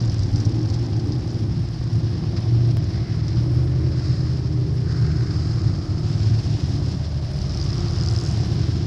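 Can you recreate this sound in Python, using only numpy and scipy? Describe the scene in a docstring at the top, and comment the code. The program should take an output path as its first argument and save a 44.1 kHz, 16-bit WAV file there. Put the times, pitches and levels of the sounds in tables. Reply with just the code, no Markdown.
"""On the grass outside the turn of a dirt oval, a pack of V8 stock cars rolls round at part throttle.
Four near engines drone and beat against the lumpy burble of the field, their firings ringing the pipes.
Two drivers blip the throttle into the turn, exhausts crackle, and tyres hiss and fling dirt.
There is one brief click with a low thump, like a dropout in the sound.
A leaking manifold spits as the cars pull away, and a breeze buffets below."""
import sys
import numpy as np
from scipy import signal
from scipy.fft import rfft, irfft, next_fast_len
from scipy.io import wavfile
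from scipy.ndimage import uniform_filter1d

SR = 44100
rng = np.random.default_rng(int(sys.argv[2]) if len(sys.argv) > 2 else 0)


def wav_record(signal):
    """Record a signal, one row per channel, as 16-bit PCM in the file named by sys.argv[1]."""
    frames = np.transpose(np.atleast_2d(signal))
    bounded = np.clip(frames, -1, 1)
    # unit amplitude maps onto the largest positive 16-bit level
    quanta = np.round(bounded * 32767).astype(np.int16)
    wavfile.write(sys.argv[1], SR, quanta)


N = 390726

# each near engine's boom, its strongest order: (time [s], pitch [Hz], level [dB])
LEADER_BOOM = [(0, 96, -37), (0.301, 97, -23.5), (.47, 104, -26), (.6, 104, -28.5), (1.0, 104.3, -26.5),
               (1.799, 104.5, -32), (2.35, 113, -32), (2.621, 118.5, -19), (3.15, 113.5, -42),
               (3.37, 118.5, -19), (3.56, 121.5, -20), (3.76, 128.5, -23.5), (4.349, 126.5, -27.5),
               (5.0, 123.6, -24.5), (5.4, 123, -32.5), (5.801, 120, -44), (6.598, 112, -28),
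               (7.4, 114.4, -39), (8.07, 110.8, -30), (8.86, 107.5, -44)]
SECOND_BOOM = [(0, 159.1, -38), (.7, 158.9, -36.5), (1.45, 155.2, -40), (2.5, 152.9, -33),
               (3.5, 152.5, -31.5), (3.8, 160.2, -35), (4.4, 157.8, -31), (4.7, 153.6, -31.5),
               (5.05, 153.9, -26.5), (5.9, 150.9, -36), (6.45, 149.2, -30.5), (7.1, 144.3, -32.5),
               (7.7, 143.9, -32.5), (8.86, 149.7, -34)]
THIRD_BOOM = [(0, 77.9, -39), (.35, 75.5, -38), (1.0, 75.3, -37.5), (1.95, 68.5, -42.5), (2.3, 70.4, -40),
              (3.2, 72, -33), (3.82, 81.1, -26), (4.6, 77.8, -32.5), (5.1, 77.6, -28), (5.439, 80.7, -29),
              (6.0, 76, -38), (6.75, 78.3, -31.5), (7.35, 75.9, -29.5), (7.941, 78.7, -32.5),
              (8.86, 80, -27)]
FOURTH_BOOM = [(0, 116.8, -19), (.3, 116.6, -34), (.55, 116, -26.5), (.75, 115.1, -24),
               (1.15, 120.7, -28.5), (1.95, 117.2, -27.5), (2.2, 115.6, -38), (2.54, 113.4, -32),
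               (2.85, 112.9, -33), (2.97, 112.5, -23), (3.1, 112.3, -32), (3.35, 110.9, -42),
               (3.801, 119, -29), (5.048, 118.6, -35.5), (5.65, 116.3, -28), (5.84, 107.2, -38),
               (5.93, 103.5, -24), (6.08, 106.1, -31), (6.291, 107.1, -20.5), (7.1, 112.9, -45),
               (7.76, 115.4, -33), (8.35, 117.1, -35), (8.86, 116, -30.5)]
# the eight firings of a cycle, weaker from the far bank's pipe: (strength [dB])
FIRING_DB = [1.5, -14.5, -3, -2.5, -21.5, -1.5, -10, -19.5]
# a driver opens the throttle and the pipe barks: (car, start [s], length [s], level [dB])
BARKS = [("leader", 3.565, 1.02, -38), ("leader", 3.3, 0.28, -37.5), ("second", 8.1, 0.47, -45),
         ("third", 4.3, 0.44, -44.5), ("third", 7.3, 0.588, -50), ("second", 0.55, 0.58, -44),
         ("fourth", 2.19, 0.59, -41.5), ("fourth", 3.2, 0.66, -38), ("fourth", 4.85, 0.9, -44),
         ("fourth", 7.5, 0.72, -39.5)]
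# a pipe blares under load: (car, start [s], length [s], resonance [Hz], level [dB])
BLARES = [("third", 0.0, 0.061, 510, -48), ("leader", 0.3, 1.1, 527, -54), ("third", 0.33, 0.64, 370, -52),
          ("second", 0.19, 1.2, 800, -52.5), ("fourth", 2.5, 0.48, 675, -50),
          ("fourth", 3.35, 0.41, 550, -50), ("leader", 3.7, 0.6, 540, -53.5),
          ("second", 4.78, 0.42, 1530, -51), ("third", 4.79, 0.33, 1780, -56.5),
          ("fourth", 2.82, .35, 2100, -58.5), ("third", 4.55, 0.53, 391, -42),
          ("second", 5.05, 0.26, 285, -39.5), ("leader", 5.55, 0.2, 295, -39),
          ("second", 6.42, .4, 292, -39), ("leader", 4.8, 1.3, 1270, -53.5),
          ("second", 5.4, 1.376, 640, -56.5), ("third", 6.9, 0.58, 605, -48),
          ("leader", 7.55, 0.68, 1170, -52), ("second", 7.7, .55, 1380, -53),
          ("second", 7.65, 0.84, 980, -57), ("fourth", 7.7, 0.738, 712, -50)]
# tone of the near cars' pipes: (frequency [Hz], gain [dB])
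NEAR_PIPE_EQ = [(150, -39), (240, -5), (300, 4), (350, 0.5), (400, -6.5), (470, -14), (560, -9),
                (660, -24.5), (780, -26.5), (1100, -25.5)]
# lumps (+) and brief dips (-) in the low drone: (time [s], width [s], gain [dB])
THROBS = [(0.31, 0.014, -17), (0.343, 0.035, 4), (0.425, 0.015, -4), (0.464, 0.022, 5), (0.722, 0.015, 6.5),
          (0.885, .02, -7), (1.175, 0.011, 7), (1.32, 0.028, -9), (1.971, 0.025, 4), (2.45, .03, -3),
          (2.545, 0.015, 5), (2.92, 0.0096, -21), (2.949, 0.018, 4), (3.07, 0.017, -8), (3.375, .02, 5),
          (4.103, 0.021, 2.5), (5.019, 0.023, 4), (5.27, .015, -6), (5.6, .03, -1), (5.676, 0.048, 5),
          (5.85, 0.039, -8), (5.922, 0.022, 6), (6.304, .04, 2.5), (6.42, 0.018, -12), (6.533, .02, 3),
          (6.59, 0.021, -9), (6.821, 0.017, 4), (8.25, .02, -4.5)]

# engine speeds of the far cars: (cycle rate [Hz])
FIELD_CYCLE_HZ = [18.4, 21.3, 22.6, 24.2, 27.5]
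# faders for the whole field, before trim: (time [s], rumble [dB], bark [dB], rasp [dB])
FIELD_FADERS = [(0.1, -19.5, -40, -44), (0.12, -20.5, -35.5, -46), (0.63, -23.5, -33, -45.5),
                (1.62, -19.5, -33.5, -47.5), (1.69, -25.5, -37.5, -47.5), (2.05, -18, -31.5, -45.5),
                (2.46, -19.5, -34, -43), (2.53, -19.5, -31.5, -45.5), (3.26, -19, -34, -48),
                (3.43, -22.5, -34, -46), (3.76, -22, -34.5, -46.5), (4.63, -22, -35.5, -47.5),
                (5.18, -20, -34, -46), (6.89, -19, -33.5, -44), (7.06, -23, -40.5, -46),
                (8.44, -17, -32.5, -42.5), (8.75, -18, -30.5, -45)]
# centre of the field's bark, wandering between 280 and 354 Hz: (time [s], frequency [Hz])
BARK_CENTRE = [(0, 280), (.8, 303), (1.6, 300), (2.5, 340), (3.6, 338), (4.4, 320), (4.85, 354), (6.8, 303),
               (7.5, 335), (8.86, 323)]
# tone of the field's three exhaust layers: (frequency [Hz], gain [dB])
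RUMBLE_EQ = [(30, -48.5), (55, -12), (75, -11.5), (92, -0.5), (110, 3.5), (135, -4), (165, -10.5),
             (200, -18.5), (250, -31.5), (400, -55)]
BARK_EQ = [(150, -26), (205, -4.5), (250, 4.5), (300, 6.5), (355, 2.5), (410, -8), (480, -19), (700, -50)]
RASP_EQ = [(300, -14), (450, -2.5), (560, -3.5), (720, -2), (880, -8.5), (1100, -10.5), (1600, -32.5),
           (3000, -37.5)]

# two drivers lift off and blip: (time [s], one bank's firing rate [Hz], level into the pipe [dB])
BLIP = [(0, 73.6, -34), (.07, 61.9, -41), (.16, 48.2, -45), (.23, 61.6, -46), (.32, 69.6, -38),
        (.42, 77, -38), (.6, 86, -38.5), (.78, 87.23, -37), (.9, 81, -41), (1.02, 73.7, -46),
        (1.15, 68.4, -52), (1.4, 68, -90)]
PICKUP = [(0, 66, -70), (.28, 67, -49), (.4, 71, -40), (.52, 76, -36), (.65, 77.5, -36), (.82, 71, -42.5),
          (.98, 68, -38.5), (1.1, 73, -33.5), (1.2, 76.8, -39), (1.44, 77.6, -34), (1.56, 72, -49),
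          (1.8, 68, -92)]
# resonances of their pipes: (frequency [Hz], gain [dB])
REV_PIPE_EQ = [(130, -4), (170, -1.5), (225, -4), (305, 0.5), (375, -10.5), (440, -16.5), (520, -23),
               (700, -32)]

# cars sweep by, throwing dirt:
# (start [s], attack [s], length [s], release [s], clatter [dB], swish [dB], hiss [dB], spray [dB])
PASSES = [(0.0, 0.012, 0.63, 0.94, -56, -53.5, -59, -68), (0.342, 0.024, 0.078, 0.033, -52, -60, -58, -61),
          (1.852, 0.17, 0.8, 0.51, -57, -53, -53, -74), (2.358, .008, 0.021, 0.018, -47, -49, -41, -58),
          (2.75, 0.19, 0.62, 0.26, -52, -57, -51, -73), (3.45, .1, 0.58, .1, -54, -66, -63, -76),
          (3.863, 0.18, 0.4, 0.2, -51.5, -58, -45, -58.5),
          (4.751, 0.18, 0.58, 0.48, -50.5, -67, -46.5, -58.5), (5.2, 0.27, 0.4, 1, -54.5, -64, -47, -58.5),
          (5.93, 0.17, 0.91, 0.22, -52.5, -47.5, -46.5, -56),
          (6.208, 0.031, 0.034, 0.033, -60, -60, -46, -63),
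          (6.983, 0.67, 1.04, 0.62, -50, -46.5, -45.5, -57),
          (7.997, 0.36, 0.62, 0.71, -50.5, -46.5, -45.5, -56)]
# the rolling bed under the passes: (clatter [dB], swish [dB], hiss [dB], spray [dB])
ROLLING_DB = [-53, -52, -50, -63.5]
# tone of engine clatter, tyre swish, tyre hiss and fine dirt spray: (frequency [Hz], gain [dB])
CLATTER_EQ = [(700, -17.5), (1150, -2), (1400, -4), (1650, -3), (2100, -6), (2600, -12.5), (4000, -41)]
SWISH_EQ = [(1700, -15), (2500, 1.5), (3200, 4), (4000, 4), (4600, 0.5), (5500, 7), (8000, -28)]
HISS_EQ = [(3200, -29), (4100, -6), (4750, 0), (5200, 2.5), (5550, -6), (6200, -29), (7500, -44.5),
           (12000, -45.5)]
SPRAY_EQ = [(4500, -21.5), (6000, 6.5), (7000, 1.5), (8100, -4.5), (9000, -14.5), (10500, -18),
            (12000, -28.5)]

# the loudest exhaust crackles: (time [s], strength [dB], brightness [dB], ring [Hz])
CRACKLES = [(0.005, -31.5, -26, 5270), (0.0248, -34, -29, 5400), (0.0752, -37, -30, 4910),
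            (0.0972, -31, -25, 5200), (0.1181, -34, -20, 5000), (0.1925, -33, -18, 4950),
            (0.2324, -30, -23.5, 4800), (0.2843, -44, -16.5, 5400), (0.3361, -37, -23, 4460),
            (0.3591, -26, -24, 5180), (0.3787, -35, -22, 5600), (0.4005, -30, -21, 5695),
            (0.409, -36, -26, 5200), (0.4514, -30, -19.5, 5530), (0.6898, -38, -19, 5306),
            (0.7008, -31, -23, 4620), (0.7362, -36, -25, 4963), (0.7412, -33, -18, 5186),
            (0.9981, -34, -30, 5200), (1.1214, -28.5, -32, 5000), (1.277, -40, -16.5, 5260),
            (1.7439, -41, -17, 5050), (2.8414, -38, -17, 5040), (3.2814, -31, -22, 5100),
            (6.86, -42, -15.5, 5096), (7.6392, -39, -12, 5105)]
# the leak turns towards the listener and away: (time [s], strength [dB], brightness [dB])
LEAK_CURVE = [(7.3, -33, -28), (7.55, -36, -32), (7.9, -31, -29), (8.1, -28, -21), (8.17, -30, -19),
              (8.33, -33, -20), (8.48, -33, -29)]
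# the leak's accented spits: (time [s], strength [dB], ring [Hz], brightness [dB])
HARD_SPITS = [(7.4168, -30, 4860, -35), (7.4951, -29, 5160, -34), (7.5213, -33, 5440, -33),
              (7.547, -29, 5140, -34), (7.5735, -24, 5180, -36), (7.5996, -26, 4900, -37),
              (7.6137, -24, 4870, -37), (7.626, -28, 4800, -36), (7.7042, -23.5, 5140, -38),
              (7.7302, -26.5, 5150, -35), (7.7803, -26.5, 5100, -32), (7.8055, -25.5, 5230, -29),
              (7.8836, -25.5, 4760, -34), (7.9345, -30, 5000, -28), (7.986, -26, 5110, -29),
              (8.0105, -23.5, 5060, -33), (8.0356, -23.5, 5140, -28), (8.0613, -23, 4910, -28),
              (8.0744, -27, 4800, -26), (8.0862, -23, 5080, -31), (8.1108, -26.5, 5400, -24),
              (8.1361, -32, 5200, -21), (8.1621, -23, 5100, -29), (8.175, -33, 5100, -18),
              (8.1872, -23.5, 5150, -28), (8.2114, -29.5, 4890, -21), (8.2501, -31, 5170, -19),
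              (8.262, -27.5, 5340, -24), (8.2872, -33, 5200, -17.5), (8.3502, -36, 5320, -25)]
# tone of a pop's ringing body and of its thin edge: (frequency [Hz], gain [dB])
POP_BODY_EQ = [(1000, -28), (3000, -24.5), (4300, -6), (4900, -0.5), (5300, -2.5), (5900, -2), (7500, -37),
               (11000, -43), (16000, -61.5)]
POP_EDGE_EQ = [(4500, -23.5), (6300, 7.5), (7600, 2.5), (9000, -10.5), (10500, -12.5), (13000, -28.5),
               (16000, -36)]

# a brief click and its low thump: (level [dB], decay [s])
CLICK_PARTS = [(-24, .0007), (-28, .014)]
# showers of flung dirt: (start [s], length [s], top strength [dB])
DIRT_SHOWERS = [(0.299, 2.6, -44), (6.699, 1.7, -45.5)]
# the top hiss swells: (start [s], attack [s], length [s], release [s], level [dB])
GRIT_SWELLS = [(3.3, .12, 0.39, 0.11, -69), (6.2, 0.5, .7, .1, -68), (7.1, 0.25, 1.44, .3, -68.5)]
# tone of the top hiss and the dirt grains: (frequency [Hz], gain [dB])
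GRIT_EQ = [(6000, -8.5), (8000, 0.5), (9200, -1), (10300, -2.5), (11500, -9), (13000, -14.5), (15500, -22)]
# gusts of breeze: (start [s], length [s], level [dB])
GUSTS = [(0.0, 0.45, -32), (1.697, 0.13, -35), (5.901, 0.93, -43), (7.2, 0.82, -33.5)]
# tone of their buffeting: (frequency [Hz], gain [dB])
BUFFET_EQ = [(8, -32.5), (25, -10), (34, -7.5), (42, -2.5), (52, 0.5), (90, -6.5), (400, -52.5)]

BARK_ATTACK_S, BARK_RELEASE_S = 0.11, 0.13   # barks and blares share this envelope
PING_HZ, PING_SPREAD_HZ = 5070, 250   # ring of the lesser spits and pops


def near_car(name, boom_curve, boom_order, bark_order, overtones_db, coasting_db=-53.5):
    """Two multiples of the engine cycle sing out of the firings; returns sound and running cycle count."""
    hz, boom_db = automation(boom_curve)
    bursts = [(start, BARK_ATTACK_S, length, BARK_RELEASE_S, db)
              for car, start, length, db in BARKS if car == name]
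    bark_db = swells(bursts, coasting_db)
    cycles = np.cumsum(hz / boom_order * (1 + 0.00503 * drift(7.81))) / SR + rng.random()
    boom = from_db(boom_db + 2.1 * drift(6.7)) * np.sin(2 * np.pi * boom_order * cycles)
    ragged = cycles + .0028 * drift(14)
    bark = from_db(bark_db + 2.0 * drift(10)) * np.sin(2 * np.pi * bark_order * ragged)
    pipe = rms_one(colour(firings(ragged, uneven_db=5.5), NEAR_PIPE_EQ))
    overtones = from_db(bark_db + overtones_db) * pipe
    return np.sqrt(2) * (boom + bark) + overtones + blare(name, cycles), cycles


def firings(cycles, uneven_db):
    """One pulse per cylinder, eight to a cycle, none quite like the last."""
    count = np.floor(cycles * len(FIRING_DB)).astype(int)
    at = np.flatnonzero(np.diff(count))
    cylinder = count[at] % len(FIRING_DB)
    strength_db = np.array(FIRING_DB)[cylinder] + uneven_db * rng.standard_normal(N)[:len(at)]
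    return clicks(at / SR, from_db(strength_db))


def blare(name, cycles, relative_width=0.14):
    """Under load, ragged firings growl in a narrow resonance of the pipe."""
    pulses = firings(cycles + .012 * drift(25), uneven_db=3.5)
    out = 0
    for car, start, length, hz, db in BLARES:
        if car == name:
            growl = bandpass(pulses, hz * (1 - relative_width / 2), hz * (1 + relative_width / 2))
            level_db = swells([(start, BARK_ATTACK_S, length, BARK_RELEASE_S, db)], floor_db=-90)
            out = out + from_db(level_db) * steady(growl, span_s=.035)
    return out


def field(near_cycles):
    """The pack's firings overlap in the low pipe resonances; escaping gas rasps above them."""
    rumble_db, bark_db, rasp_db = automation(FIELD_FADERS)
    bark_hz, = automation(BARK_CENTRE)
    far_cycles = [np.cumsum(hz * (1 + .035 * drift(.4) + .018 * drift(4))) / SR + rng.random()
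                  for hz in FIELD_CYCLE_HZ]
    far = sum(firings(c, uneven_db=3.0) for c in far_cycles)
    near = sum(firings(c, uneven_db=3.5) for c in near_cycles)
    pulses = far + from_db(-9.5) * near
    pulses = pulses - pulses.mean()
    gas = rms_one(tails(far + near, decay_s=0.0032)) * rng.standard_normal(N)
    bark = moving_resonance(colour(pulses, BARK_EQ), bark_hz, width_oct=0.48)
    rasp = colour(gas + 0.54 * rms_one(pulses), RASP_EQ)
    return (from_db(rumble_db - 3.5) * steady(colour(pulses, RUMBLE_EQ), span_s=0.089)
            + from_db(bark_db - 3.0) * steady(bark, span_s=0.076)
            + from_db(rasp_db - 0.5) * steady(rasp, span_s=.1))


def throbbing(x, split_hz=200, evenness=0.36, lump_s=.07, swell_s=0.36):
    """The bass swells and dips in distinct lumps; between them it runs more evenly."""
    t = np.arange(N) / SR
    bass = signal.sosfiltfilt(signal.butter(3, split_hz, fs=SR, output="sos"), x)
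    levelling = (mean_power(bass, swell_s) / mean_power(bass, lump_s)) ** (evenness / 2)
    throb_db = sum(db * np.exp(-np.minimum(((t - s) / width) ** 2, 20)) for s, width, db in THROBS)
    return x - bass + bass * levelling * from_db(throb_db)


def revving(curve, waver=0.012, flutter_db=2.5):
    """Harmonics of one bank's firings glide through the resonances of its pipe."""
    hz, level_db = automation(curve)
    turns = np.cumsum(hz * (1 + waver * drift(13))) / SR
    pipe_hz, pipe_db = np.transpose(REV_PIPE_EQ)
    out = 0
    for k in range(3, 9):
        harmonic_db = level_db + np.interp(k * hz, pipe_hz, pipe_db) + flutter_db * drift(11)
        out = out + from_db(harmonic_db) * np.sin(2 * np.pi * (k * turns + rng.random()))
    return np.sqrt(2) * out


def passing(cycles):
    """Engine clatter throbs with one cylinder bank; tyres swish and fling dirt."""
    start, attack, length, release, *peaks_db = np.transpose(PASSES)
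    clatter_db, swish_db, hiss_db, spray_db = [
        swells(zip(start, attack, length, release, peak_db), floor_db)
        for peak_db, floor_db in zip(peaks_db, ROLLING_DB)]
    throb = np.cos(2 * np.pi * 4 * cycles)   # a bank fires four times a cycle
    flutter = drift(43)

    def layer(level_db, eq, throb_db, flutter_db):
        """Noise that pulses with the engine and flutters with the turning tyres."""
        noise = rng.standard_normal(N) * from_db(throb_db * throb + flutter_db * flutter)
        return from_db(level_db) * rms_one(colour(noise, eq))
    return (layer(clatter_db, CLATTER_EQ, throb_db=1.5, flutter_db=0.85)
            + layer(swish_db, SWISH_EQ, throb_db=0.0, flutter_db=1.46)
            + layer(hiss_db, HISS_EQ, throb_db=0.5, flutter_db=1.5)
            + layer(spray_db, SPRAY_EQ, throb_db=1.5, flutter_db=1.0))


def exhaust_crackle(per_s=70, thinning_s=1.8, fade_db_per_s=1.2):
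    """Loud exhaust cracks, with small random pops that thin out as the cars settle into the turn."""
    loud = pops(CRACKLES, decay_s=0.0059, body_db=7.5, edge_db=-13.5, ping_db=-6.0)
    when, force, brightness, tuning = rng.random((int(per_s * thinning_s), 4)).T
    s = -thinning_s * np.log(1 - when)
    strength_db = -38 + 7 * force ** 2 - fade_db_per_s * s
    ring_hz = PING_HZ + 2 * PING_SPREAD_HZ * (2 * tuning - 1)
    rows = np.column_stack([s, strength_db, 8 * brightness ** 2, ring_hz])
    return loud + pops(rows[s < N / SR - .1], decay_s=0.002, body_db=1.5, edge_db=-13.5, ping_db=-5.0)


def manifold_leak(start_s=7.3354, firing_hz=75.1, rise_hz_per_s=5.6, count=88):
    """The leaking bank spits at every firing, strong and weak in turn, as its engine gathers speed."""
    k = np.arange(count)
    s = start_s + (np.sqrt(firing_hz ** 2 + 2 * rise_hz_per_s * k) - firing_hz) / rise_hz_per_s
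    curve_s, curve_db, bright_db = np.transpose(LEAK_CURVE)
    strength_db = np.interp(s, curve_s, curve_db) - 3.0 * (k % 2) + 1.5 * rng.standard_normal(count)
    ring_hz = PING_HZ + PING_SPREAD_HZ * rng.standard_normal(count)
    rows = np.column_stack([s, strength_db, np.interp(s, curve_s, bright_db), ring_hz])
    for hard_s, hard_db, hard_hz, hard_bright_db in HARD_SPITS:   # each takes the nearest firing's place
        rows[np.argmin(np.abs(s - hard_s))] = hard_s, hard_db, hard_bright_db, hard_hz
    return pops(rows, decay_s=0.0023, body_db=6.0, edge_db=-14, ping_db=-3.0, spike=2.87, puff=0.92)


def pops(rows, decay_s, body_db, edge_db, ping_db, spike=3.9, puff=0.89):
    """A pressure spike and its puff of gas ring near 5 kHz; bright puffs have a thin edge above that."""
    s, strength_db, bright_db, ring_hz = np.transpose(rows)
    body = spike * clicks(s, from_db(strength_db)) + puff * noise_bursts(s, strength_db, decay_s)
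    edge = noise_bursts(s, strength_db + 1.25 * (bright_db - np.median(bright_db)), decay_s)
    return (from_db(body_db) * colour(body, POP_BODY_EQ)
            + from_db(edge_db) * colour(edge, POP_EDGE_EQ)
            + pings(s, strength_db + ping_db, ring_hz))


def pings(s, peak_db, ring_hz, rise_s=0.00047, decay_s=0.0019):
    """Each pop rings the metal for a few milliseconds at a pitch of its own."""
    t = np.arange(SR // 50) / SR
    shape = (1 - np.exp(-t / rise_s)) * np.exp(-t / decay_s)
    waves = from_db(peak_db)[:, None] * shape / shape.max() * np.sin(2 * np.pi * ring_hz[:, None] * t)
    onsets = np.round(s * SR) / SR
    return clicks((onsets[:, None] + t).ravel(), waves.ravel())


def dropout_click(at_s=2.7703):
    """A brief click with a low thump, like a dropout in the sound."""
    step = sum(tails(clicks([at_s], from_db([db])), decay_s) for db, decay_s in CLICK_PARTS)
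    return signal.sosfilt(signal.butter(1, 12, "high", fs=SR, output="sos"), step)


def dirt_patter(grains=26, spread_db=9):
    """Flung grains of dirt land at random as tiny dry ticks."""
    s, db = np.hstack([(start + length * rng.random(grains), top_db - spread_db * rng.random(grains))
                       for start, length, top_db in DIRT_SHOWERS])
    return colour(noise_bursts(s, db, decay_s=.0015), GRIT_EQ)


def grit(flutter_db=2.5):
    """A thin, fluttering hiss on top of the mix."""
    level_db = swells(GRIT_SWELLS, floor_db=-71) + flutter_db * drift(30)
    return from_db(level_db) * rms_one(colour(rng.standard_normal(N), GRIT_EQ))


def breeze(attack_s=0.07, release_s=0.11):
    """Gusts buffet softly below the engines."""
    gusts = [(start, attack_s, length, release_s, db) for start, length, db in GUSTS]
    buffet = steady(colour(rng.standard_normal(N), BUFFET_EQ), span_s=0.21)
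    return from_db(swells(gusts, floor_db=-39)) * buffet


def from_db(db):
    """Decibels to gain."""
    return 10 ** (np.asarray(db) / 20)


def rms_one(x):
    """Scale to rms 1."""
    return x / np.sqrt(np.mean(x ** 2) + 1e-20)


def mean_power(x, span_s):
    """Power in a sliding window."""
    return np.abs(uniform_filter1d(x * x, int(span_s * SR))) + 1e-12


def steady(x, span_s):
    """Ride the gain to rms 1: slow swells even out, fast beating stays."""
    return x / np.sqrt(mean_power(x, span_s))


def automation(rows):
    """One lane per column after the time, ramped sample by sample."""
    s, *columns = np.transpose(rows)
    return [np.interp(np.arange(N) / SR, s, c) for c in columns]


def swells(rows, floor_db):
    """Level in dB of a steady floor plus swells that rise, hold and die away."""
    t = np.arange(N) / SR
    power = from_db(floor_db) ** 2
    for start, attack, length, release, db in rows:
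        rise = np.clip((t - start) / attack, 0, 1)
        fall = np.exp(-np.clip(t - start - length, 0, 10 * release) / release)
        power = power + (from_db(db) * rise * fall) ** 2
    return 10 * np.log10(power)


def drift(rate_hz, hop=40):
    """Smooth random wander of spread 1."""
    pole = np.exp(-2 * np.pi * hop * rate_hz / SR)
    noise = rng.standard_normal(N // hop + 2002)
    slow = signal.lfilter([1], [1, -2 * pole, pole * pole], noise)[2000:]   # skip the settling
    return np.interp(np.arange(N) / hop, np.arange(len(slow)), rms_one(slow))


def clicks(times, heights):
    """Single-sample impulses."""
    return np.bincount(np.clip(np.round(np.asarray(times) * SR).astype(int), 0, N - 1), heights, N)


def tails(pulses, decay_s):
    """Give each pulse an exponential tail."""
    return signal.lfilter([1], [1, -np.exp(-1 / (decay_s * SR))], pulses + 1e-18)


def noise_bursts(times, peak_db, decay_s):
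    """Puffs of white noise with an instant attack."""
    return tails(clicks(times, from_db(peak_db)), decay_s) * rng.choice([-1, 1], N)


def bandpass(x, low_hz, high_hz):
    """Keep one band."""
    return signal.sosfilt(signal.butter(2, [low_hz, high_hz], "band", fs=SR, output="sos"), x)


def moving_resonance(x, centre_hz, width_oct):
    """Third-octave bands, each as loud as it is close to the moving centre."""
    return sum(bandpass(x, hz * .9, hz / .9) / (1 + (np.log2(hz / centre_hz) / width_oct) ** 2)
               for hz in np.geomspace(200, 460, 6))


def colour(x, eq):
    """Minimum-phase EQ, falling 18 dB an octave above its last point."""
    size = 2 * next_fast_len(N // 2 + SR // 4)
    hz, db = np.transpose(eq)
    log_hz = np.log(np.arange(size // 2 + 1) * SR / size + 1)
    rolloff = 3 * np.maximum(log_hz - np.log(hz[-1]), 0)
    log_gain = np.log(from_db(np.interp(log_hz, np.log(hz), db))) - rolloff
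    cepstrum = irfft(log_gain)[:size // 2]
    cepstrum[1:] *= 2   # one-sided, so nothing rings ahead of a hit
    return irfft(rfft(x, size) * np.exp(rfft(cepstrum, size)))[:N]


def scene():
    """Engines in front, then tyres and exhaust pops, over dirt and open air; mono."""
    drones, cycles = zip(near_car("leader", LEADER_BOOM, boom_order=5, bark_order=12, overtones_db=-4.5),
                         near_car("second", SECOND_BOOM, boom_order=8, bark_order=16, overtones_db=-4.5),
                         near_car("third", THIRD_BOOM, boom_order=4, bark_order=20, overtones_db=-1.0),
                         near_car("fourth", FOURTH_BOOM, boom_order=6, bark_order=18, overtones_db=-8.0))
    crackle = exhaust_crackle()
    engines = throbbing(sum(drones) + field(cycles)) + revving(BLIP) + revving(PICKUP)
    cars = engines + passing(cycles[2]) + crackle + manifold_leak()
    return (cars + grit() + dropout_click() + breeze() + dirt_patter())[None]


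def record(dry, fade_in_s=.003, cutoff_hz=15800):
    """A quick fade-in and a steep high cut."""
    fade_in = np.minimum(np.arange(N) / (fade_in_s * SR), 1)
    return signal.sosfilt(signal.ellip(10, .1, 80, cutoff_hz, fs=SR, output="sos"), dry * fade_in)


dry = scene()
out = record(dry)
wav_record(out)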